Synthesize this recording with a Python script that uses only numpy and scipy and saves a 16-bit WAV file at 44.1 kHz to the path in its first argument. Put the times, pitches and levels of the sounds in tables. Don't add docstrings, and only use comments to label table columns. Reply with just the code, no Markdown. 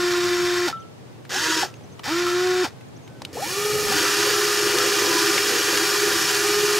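import sys
import numpy as np
from scipy import signal
from scipy.fft import rfft, irfft, next_fast_len
from scipy.io import wavfile
from scipy.ndimage import uniform_filter1d, map_coordinates

SR = 44100
rng = np.random.default_rng(int(sys.argv[2]) if len(sys.argv) > 2 else 0)


def wav_record(signal):
    frames = np.transpose(np.atleast_2d(signal))
    bounded = np.clip(frames, -1, 1)
    quanta = np.round(bounded * 32767).astype(np.int16)
    wavfile.write(sys.argv[1], SR, quanta)


N = 299439
T = np.arange(N) / SR


def amp(db):
    return 10 ** (np.asarray(db) / 20)


def unit(x):
    return x / np.sqrt(np.mean(x ** 2))


def switch(start_s, end_s, soften_samples=90):
    return uniform_filter1d(((T >= start_s) & (T <= end_s)) * 1., size=soften_samples)


def curves(rows):
    times, *columns = np.transpose(rows)
    return [switch(times[0], times[-1])] + [np.interp(T, times, column) for column in columns]


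def swells(rows):
    return sum(amp(db) * np.exp(-(2 * (T - middle_s) / length_s) ** 2) for middle_s, length_s, db in rows)


def die_away(t, ring_s):
    return np.exp(-np.log(1000) * t / ring_s)


def gain_at(hz, tone):
    pitches, levels = np.transpose(tone)
    return amp(np.interp(np.log(hz + 1), np.log(pitches), levels))


def colour(x, tone):
    size = next_fast_len(N + SR // 10)
    return irfft(rfft(x, size) * gain_at(np.fft.rfftfreq(size, 1 / SR), tone), size)[:N]


def band(x, hz, width_hz):
    return signal.lfilter(*signal.iirpeak(min(hz, SR / 2 - 1), hz / min(width_hz, SR / 4), fs=SR), x)


def resonate(x, notes):
    return sum(amp(db) * band(x, hz, width_hz) for hz, width_hz, db in notes)


def wander(per_s):
    steps = rng.standard_normal(N // 20)[:int(N / SR * per_s) + 2]
    return unit(map_coordinates(steps, [T * per_s], order=2, mode="nearest"))


def add(out, start_s, sound):
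    i = max(int(start_s * SR), 0)
    out[i:i + len(sound)] += sound[:N - i]


# pitch_hz, relative_db
AIR_TONE = [(25, -36), (60, -23.5), (95, -3.5), (124, 1), (160, -4), (230, -8), (400, -9.5), (800, -17),
            (1400, -24), (3200, -29), (6500, -34.5), (9000, -38.5), (15000, -47)]
def air(level_db=-44.5, waver_db=0.97, side_db=-1.0):
    middle, side = (unit(colour(rng.standard_normal(N), AIR_TONE))
                    * amp(level_db + waver_db * wander(4.5)) for _ in range(2))
    return middle + amp(side_db) * np.array([side, -side])


# middle_s, length_s, level_db
GUSTS = [(.33, 0.6, -42), (3.802, 0.37, -38), (4.002, 0.28, -45), (6.13, 0.25, -41), (6.63, .2, -41)]
def breeze():
    tone = [(25, -42), (80, 1), (170, 3.5), (300, -7), (700, -27), (3000, -60)]
    return swells(GUSTS) * np.array([unit(colour(rng.standard_normal(N), tone)) for _ in range(2)])


# start_s, length_s, start_hz, end_hz, relative_db
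CHIRPS = [(.765, 0.02, 3600, 2600, -40), (0.811, 0.034, 3600, 2580, -43), (0.793, 0.026, 5200, 7150, -44),
          (1.74, 0.039, 5900, 7100, -46), (1.825, 0.036, 5500, 6700, -47), (1.91, 0.036, 5900, 6600, -45),
          (2.87, .03, 6700, 7400, -53), (2.954, 0.032, 5400, 7000, -43), (3, 0.092, 6450, 6250, -49)]
def birds(waver=0.03, gain_db=-7):
    out = np.zeros(N)
    quaver = 1 + waver * wander(250)
    for start_s, length_s, start_hz, end_hz, db in CHIRPS:
        glide_hz = np.linspace(start_hz, end_hz, int(length_s * SR))
        hz = glide_hz * np.roll(quaver, -int(start_s * SR))[:len(glide_hz)]
        chirp = np.hanning(len(hz)) * np.sin(2 * np.pi * np.cumsum(hz) / SR)
        add(out, start_s, amp(db + gain_db) * chirp)
    return out


# start_s, end_s, pitch_hz, level_db
WHISTLES = [(0, .7, 14298, -63), (1.29, 1.68, 14298, -55), (2.03, 2.2, 14298, -54), (2.75, 2.87, 1520, -61),
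            (3.08, 3.23, 1520, -57)]
def whistles():
    return sum(amp(db) * switch(start_s, end_s, soften_samples=2000) * np.sin(2 * np.pi * hz * T)
               for start_s, end_s, hz, db in WHISTLES)


# pitch_hz, gain_db
STONE_SCATTER = [(200, -10), (350, -25), (430, -25), (650, -9), (1000, -12), (1600, -19), (2500, -17),
                 (3400, -10), (5600, -17), (15000, -16)]
def stone_echoes(x, decay_s=0.0068, drift_rad=1.6):
    t = T[:SR // 20]
    echoes = rfft(rng.standard_normal(len(t)) * np.exp(-t / decay_s), 2 * N)
    smeared = irfft(rfft(x, 2 * N) * echoes / np.abs(echoes))[:N]
    side = colour(smeared, STONE_SCATTER)
    drift = np.exp(1j * drift_rad * wander(8))
    side = np.real(signal.hilbert(side, next_fast_len(N))[:N] * drift)
    return x + np.array([side, -side])


# pitch_hz, relative_db, ring_s
STEEL_NOTES = [(1333, 5, 0.32), (2939, -27, 0.34), (3680, -25, 0.36)]
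# start_s, gain_db
JOLTS = [(0.728, -29.5), (1.633, -44), (2.266, -28.5), (4.05, -26.5), (4.34, -29), (4.8, -28)]
def steel_pings():
    out, t = np.zeros(N), T[:SR // 2]
    ring = sum(amp(db) * np.sin(2 * np.pi * hz * t) * die_away(t, ring_s)
               for hz, db, ring_s in STEEL_NOTES)
    tick = amp(-19) * band(rng.standard_normal(len(t)), 2000, 3000) * np.exp(-t / 0.0038)
    for start_s, db in JOLTS:
        add(out, start_s, amp(db) * (ring + tick))
    return out


# start_s, peak_db, pitch_hz, ring_s
KNOCKS = [(1.251, -34, 1800, 0.039), (1.74, -35.5, 2780, .02), (1.81, -40.5, 750, 0.022),
          (1.993, -35.5, 3040, .02), (1.994, -27.5, 1010, 0.034), (2.267, -18, 1240, 0.029),
          (2.809, -40, 2400, .03), (3.077, -36, 2870, 0.026), (3.219, -22.5, 820, 0.025),
          (3.22, -30, 5000, 0.017), (3.2502, -25, 4700, 0.011), (3.2502, -18.5, 3160, 0.022),
          (3.329, -36, 4970, .04), (4.785, -9, 4158, 0.034), (4.848, -23, 2464, 0.016),
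          (5.3793, -8, 2180, 0.014), (5.774, -7.5, 2815, 0.02)]
def knocks(snap_db=-17):
    out, t = np.zeros(N), T[:SR // 10]
    for start_s, peak_db, hz, ring_s in KNOCKS:
        blow = rng.standard_normal(len(t)) * die_away(t, ring_s)
        body = band(blow, hz, width_hz=.4 * hz)
        snap = band(band(blow, 2400, 3300), 2400, 3300)
        crack = body + amp(snap_db) * snap
        add(out, start_s, amp(peak_db) * crack / np.abs(crack).max())
    return out


# pitch_hz, width_hz, relative_db
LINK_NOTES = [(343, 24, -15), (491, 70, 6), (529, 55, -2.5)]
# middle_s, length_s, level_db
LURCHES = [(3.77, .16, -37), (3.9, 0.05, -40), (4.03, 0.078, -40), (4.29, 0.071, -31.5), (4.65, .09, -35.5),
           (4.82, 0.18, -33), (5.08, 0.17, -34), (5.37, 0.059, -37), (5.53, 0.15, -32.5), (5.72, 0.13, -34),
           (5.93, 0.048, -43), (6.1, .08, -35)]
def track_links(blows_per_s=260, crawl_db=-43.5):
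    gate, *_ = motor_run(TRACK_RUNS[0], TRACK_LOADS[0], **TRACK_START_STOP)
    blows = (rng.random(N) < blows_per_s / SR) * np.sign(rng.standard_normal(N))
    tone = [(150, -0.5), (310, 4), (560, -8.0), (700, -15), (2000, -30)]
    knocking = colour(resonate(blows, LINK_NOTES), tone)
    return gate * (amp(crawl_db) + swells(LURCHES)) * unit(knocking)


def panels(x, decay_s=0.0095, ring_db=-7):
    t = T[:SR // 12]
    ring = rng.standard_normal(len(t)) * np.exp(-t / decay_s)
    return x + amp(ring_db) * signal.fftconvolve(x, ring / np.linalg.norm(ring))[:N]


# pitch_hz, width_hz, gain_db
SHELL_NOTES = [(735, 89, 4), (1427, 67, -2), (1726, 190, 1), (1977, 80, 1), (2362, 55, -2.5),
               (2735, 28, -18), (2950, 88, -9), (4600, 76, -13), (4530, 100, -11), (5370, 83, -4),
               (5740, 40, -28), (6100, 81, -4.5), (6490, 190, -4.5), (7670, 175, -1), (9400, 260, -5.5),
               (10480, 220, -8), (11400, 390, -1.5), (12400, 400, -2.5), (13800, 500, -5)]
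def gear_rattle(shaft_hz, tone, uneven_db, swing_db, chatter_db, slide_db, teeth=16):
    turns = np.cumsum(shaft_hz * (1 + .02 * wander(400))) / SR
    tooth_meets = np.diff(np.floor(teeth * turns), prepend=0)
    strikes = tooth_meets * rng.standard_normal(N) * amp(uneven_db * rng.standard_normal(N))
    strikes /= np.sqrt(teeth * shaft_hz / SR)
    force = unit(strikes) + amp(slide_db) * rng.standard_normal(N)
    force *= amp(swing_db * np.sin(2 * np.pi * turns) + chatter_db * wander(130))
    ringing = panels(force + resonate(force, SHELL_NOTES))
    return unit(colour(ringing, tone))


# pitch_hz, gain_db
BODY_TONE = [(100, -38), (220, -27), (265, -13), (330, -7), (430, 3), (560, 2), (690, -6.5), (780, 14.5),
             (930, 0.5), (1050, -1.5), (3000, -18.5)]
def motor_hum(shaft_hz, harmonics, flutter, rough_db):
    turns = np.cumsum(shaft_hz * (1 + flutter * wander(70))) / SR
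    return sum(amp(db + rough_db * wander(50)) * gain_at(multiple * shaft_hz, BODY_TONE)
               * np.sin(2 * np.pi * multiple * turns) for multiple, db in harmonics)


def motor_run(run, load, spin_up_s, ease, brake_s, slow_hum_db, slow_gear_db, kick_db, fade_db_per_s):
    kick_s, run_down_s, slowest_share, rattle_db_per_hz = 0.013, 0.1, .1, 0.0922
    on_s, off_s, first_db, last_db = run
    _, full_hz, hum_db = curves(load)
    slowed_hz = np.mean(np.transpose(load)[1]) - full_hz
    rattle_db = np.interp(T, [on_s, off_s], [first_db, last_db]) + rattle_db_per_hz * slowed_hz
    lag = np.exp(-(np.maximum(T - on_s, 0) / spin_up_s) ** ease)
    since_off_s = np.clip(T - off_s, 0, run_down_s)
    speed_share = np.maximum((1 - lag) * (1 - since_off_s / brake_s), slowest_share)
    jolt_db = kick_db * np.minimum(since_off_s / kick_s, 1)
    fade_db = fade_db_per_s * np.maximum(since_off_s - kick_s, 0)
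    hum_db = hum_db + slow_hum_db * lag - fade_db
    rattle_db = rattle_db + slow_gear_db * lag + jolt_db - fade_db
    return switch(on_s, off_s + run_down_s), full_hz * speed_share, hum_db, rattle_db


def geared_motor(runs, loads, start_stop, harmonics, gear_tone, flutter, rough_db, **gear_settings):
    each_run = np.array([motor_run(run, load, **start_stop) for run, load in zip(runs, loads)])
    gates, *columns = each_run.swapaxes(0, 1)
    current_run = np.argmax(gates, axis=0)
    shaft_hz, hum_db, rattle_db = (np.choose(current_run, column) for column in columns)
    hum = np.sqrt(2) * amp(hum_db) * motor_hum(shaft_hz, harmonics, flutter, rough_db)
    rattle = amp(rattle_db) * gear_rattle(shaft_hz, gear_tone, **gear_settings)
    return gates.sum(axis=0) * (hum + rattle)


# time_s, pitch_hz, level_db
GEAR_STRAIN = [(3.87, 4936, -36), (4.51, 4710, -39), (5.14, 5100, -36), (5.6, 4867, -41), (6.79, 4700, -40)]
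def straining_gears(width_hz=330):
    gate, hz, db = curves(GEAR_STRAIN)
    noise = rng.standard_normal(N) + 1j * rng.standard_normal(N)
    slow_noise = signal.sosfilt(signal.butter(2, width_hz / 2, fs=SR, output="sos"), noise)
    scrape = np.real(slow_noise * np.exp(2j * np.pi * np.cumsum(hz) / SR))
    return gate * amp(db) * unit(scrape)


def boom_shudder(gain_db=-5):
    gate, _, hum_db, _ = motor_run(BOOM_RUNS[0], BOOM_LOADS[0], **BOOM_START_STOP)
    shake = resonate(rng.standard_normal(N), [(372.5, 16, -0.14), (466, 10.0, -0.86)])
    return gate * amp(hum_db + gain_db) * unit(band(shake, 360, 220))


def boom_hoarseness(gain_db=-3):
    gate, shaft_hz, hum_db, _ = motor_run(BOOM_RUNS[1], BOOM_LOADS[1], **BOOM_START_STOP)
    phase = 2 * np.pi * np.cumsum(shaft_hz) / SR
    rocking = wander(70) * np.sin(phase) + wander(70) * np.cos(phase)
    return gate * amp(hum_db + gain_db) * rocking


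def far_track_motor(speed_share=0.95, gain_db=-14):
    gate, shaft_hz, _, rattle_db = motor_run(TRACK_RUNS[0], TRACK_LOADS[0], **TRACK_START_STOP)
    harmonics = [(1, -0.5), (2, -18), (3, 1.5), (6, 2.5), (7, 11)]
    hum = motor_hum(shaft_hz * speed_share, harmonics, flutter=0.0038, rough_db=-4)
    return gate * amp(rattle_db + gain_db) * hum


# on_s, off_s, first_rattle_db, last_rattle_db
ARM_RUNS = [(-.3, .668, -26.3, -27), (2.034, 2.632, -28, -27.5)]
# time_s, shaft_hz, hum_gain_db
ARM_LOADS = [
    [(0.02, 354.2, -22), (0.266, 354, -22), (0.65, 354, -22.5)],
    [(2.14, 343, -20), (2.198, 353.6, -22.5), (2.32, 353.4, -23), (2.45, 365.1, -21.5),
     (2.62, 365.6, -21.5)],
]
# multiple_of_shaft_speed, relative_db
ARM_HARMONICS = [(1, 3.5), (2, -18), (3, -16), (4, -10.5), (5, -20), (7, -15), (15, -42), (16, -44)]
# pitch_hz, relative_db
ARM_GEAR_TONE = [(470, -17.5), (800, -16.5), (1060, 3), (1150, -3), (1420, -1.5), (1840, -2.5),
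                 (2210, -6.5), (2410, -3.5), (2630, -5.5), (4650, -4), (6190, -6.5), (8440, -17),
                 (12600, -25), (15500, -28)]
ARM_START_STOP = dict(spin_up_s=.036, ease=1.2, brake_s=.072, slow_hum_db=-29, slow_gear_db=-9,
                      kick_db=5, fade_db_per_s=440)
def arm_motor():
    return geared_motor(ARM_RUNS, ARM_LOADS, ARM_START_STOP, ARM_HARMONICS, ARM_GEAR_TONE,
                        flutter=0.0019, rough_db=0.9,
                        uneven_db=1.5, swing_db=1.0, chatter_db=0.58, slide_db=-1.5)


# on_s, off_s, first_rattle_db, last_rattle_db
BOOM_RUNS = [(1.294, 1.62, -23, -22.5), (3.865, 6.8, -23.5, -26)]
# time_s, shaft_hz, hum_gain_db
BOOM_LOADS = [
    [(1.4, 321.2, -32), (1.5, 322.2, -27.5), (1.62, 317, -28.5)],
    [(3.97, 338.4, -30.5), (4.08, 331.7, -32.5), (4.2, 338.2, -31), (4.35, 352.2, -33), (4.8, 349.8, -31.5),
     (5.2, 330, -28), (5.45, 342.2, -35), (5.68, 331.9, -32.5), (6, 346.6, -32.5), (6.3, 328.4, -31.5),
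     (6.5, 350.1, -32.5)],
]
# multiple_of_shaft_speed, relative_db
BOOM_HARMONICS = [(1, 0), (2, -19), (3, -9), (4, -13), (5, -13), (16, -9), (24, -20)]
# pitch_hz, relative_db
BOOM_GEAR_TONE = [(350, -25), (600, -15.5), (820, -27), (953, 1.5), (1030, -3), (1450, 2.5), (2220, -7),
                  (2950, -2), (4200, -3), (4940, 0), (6230, -4), (7140, -5.5), (7640, -10.5),
                  (15500, -25.5)]
BOOM_START_STOP = dict(spin_up_s=.04, ease=1.05, brake_s=.08, slow_hum_db=-10, slow_gear_db=-12,
                       kick_db=-3, fade_db_per_s=343)
def boom_motor():
    return geared_motor(BOOM_RUNS, BOOM_LOADS, BOOM_START_STOP, BOOM_HARMONICS, BOOM_GEAR_TONE,
                        flutter=.007, rough_db=3.5,
                        uneven_db=1.5, swing_db=1.0, chatter_db=1.0, slide_db=1.5)


# on_s, off_s, first_rattle_db, last_rattle_db
TRACK_RUNS = [(3.33, 6.8, -26, -24.5)]
# time_s, shaft_hz, hum_gain_db
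TRACK_LOADS = [
    [(3.415, 416.1, -22), (3.445, 416, -34), (3.62, 421.4, -24.5), (3.8, 420.5, -25), (4, 404.4, -29),
     (4.3, 414, -25.5), (5.3, 406.2, -26), (5.45, 412, -29.5), (5.85, 409.3, -29.5), (6.07, 410.8, -24.5),
     (6.2, 410.4, -36.5), (6.5, 411.5, -22), (6.8, 414.6, -23)],
]
# multiple_of_shaft_speed, relative_db
TRACK_HARMONICS = [(1, -3), (2, -35), (3, -8), (6, -22), (7, -41), (11, -23), (16, -43), (23, -32)]
# pitch_hz, relative_db
TRACK_GEAR_TONE = [(350, -47), (600, -21.5), (766, -5.5), (1110, -6), (1220, 0), (1340, -4), (1830, -3.5),
                   (2160, -8), (2370, 3), (2640, -1.5), (2870, 0.5), (3820, -3), (4430, 2), (15500, -15.5)]
TRACK_START_STOP = dict(spin_up_s=.1, ease=1.3, brake_s=.08, slow_hum_db=-9.5, slow_gear_db=-16,
                        kick_db=0, fade_db_per_s=340)
def track_motor():
    return geared_motor(TRACK_RUNS, TRACK_LOADS, TRACK_START_STOP, TRACK_HARMONICS, TRACK_GEAR_TONE,
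                        flutter=0.0022, rough_db=2.0,
                        uneven_db=1.0, swing_db=-0.3, chatter_db=0.53, slide_db=1)


def scene():
    motors = arm_motor() + boom_motor() + track_motor()
    motors += boom_shudder() + boom_hoarseness() + straining_gears() + far_track_motor()
    close_sounds = motors + track_links() + knocks() + steel_pings() + whistles()
    return stone_echoes(close_sounds) + birds() + air() + breeze()


def record(dry):
    top_hz = 15750
    low_pass = signal.firwin(801, top_hz, window=("kaiser", 8), fs=SR)
    return signal.fftconvolve(dry, low_pass[None], mode="same")


dry = scene()
out = record(dry)
wav_record(out)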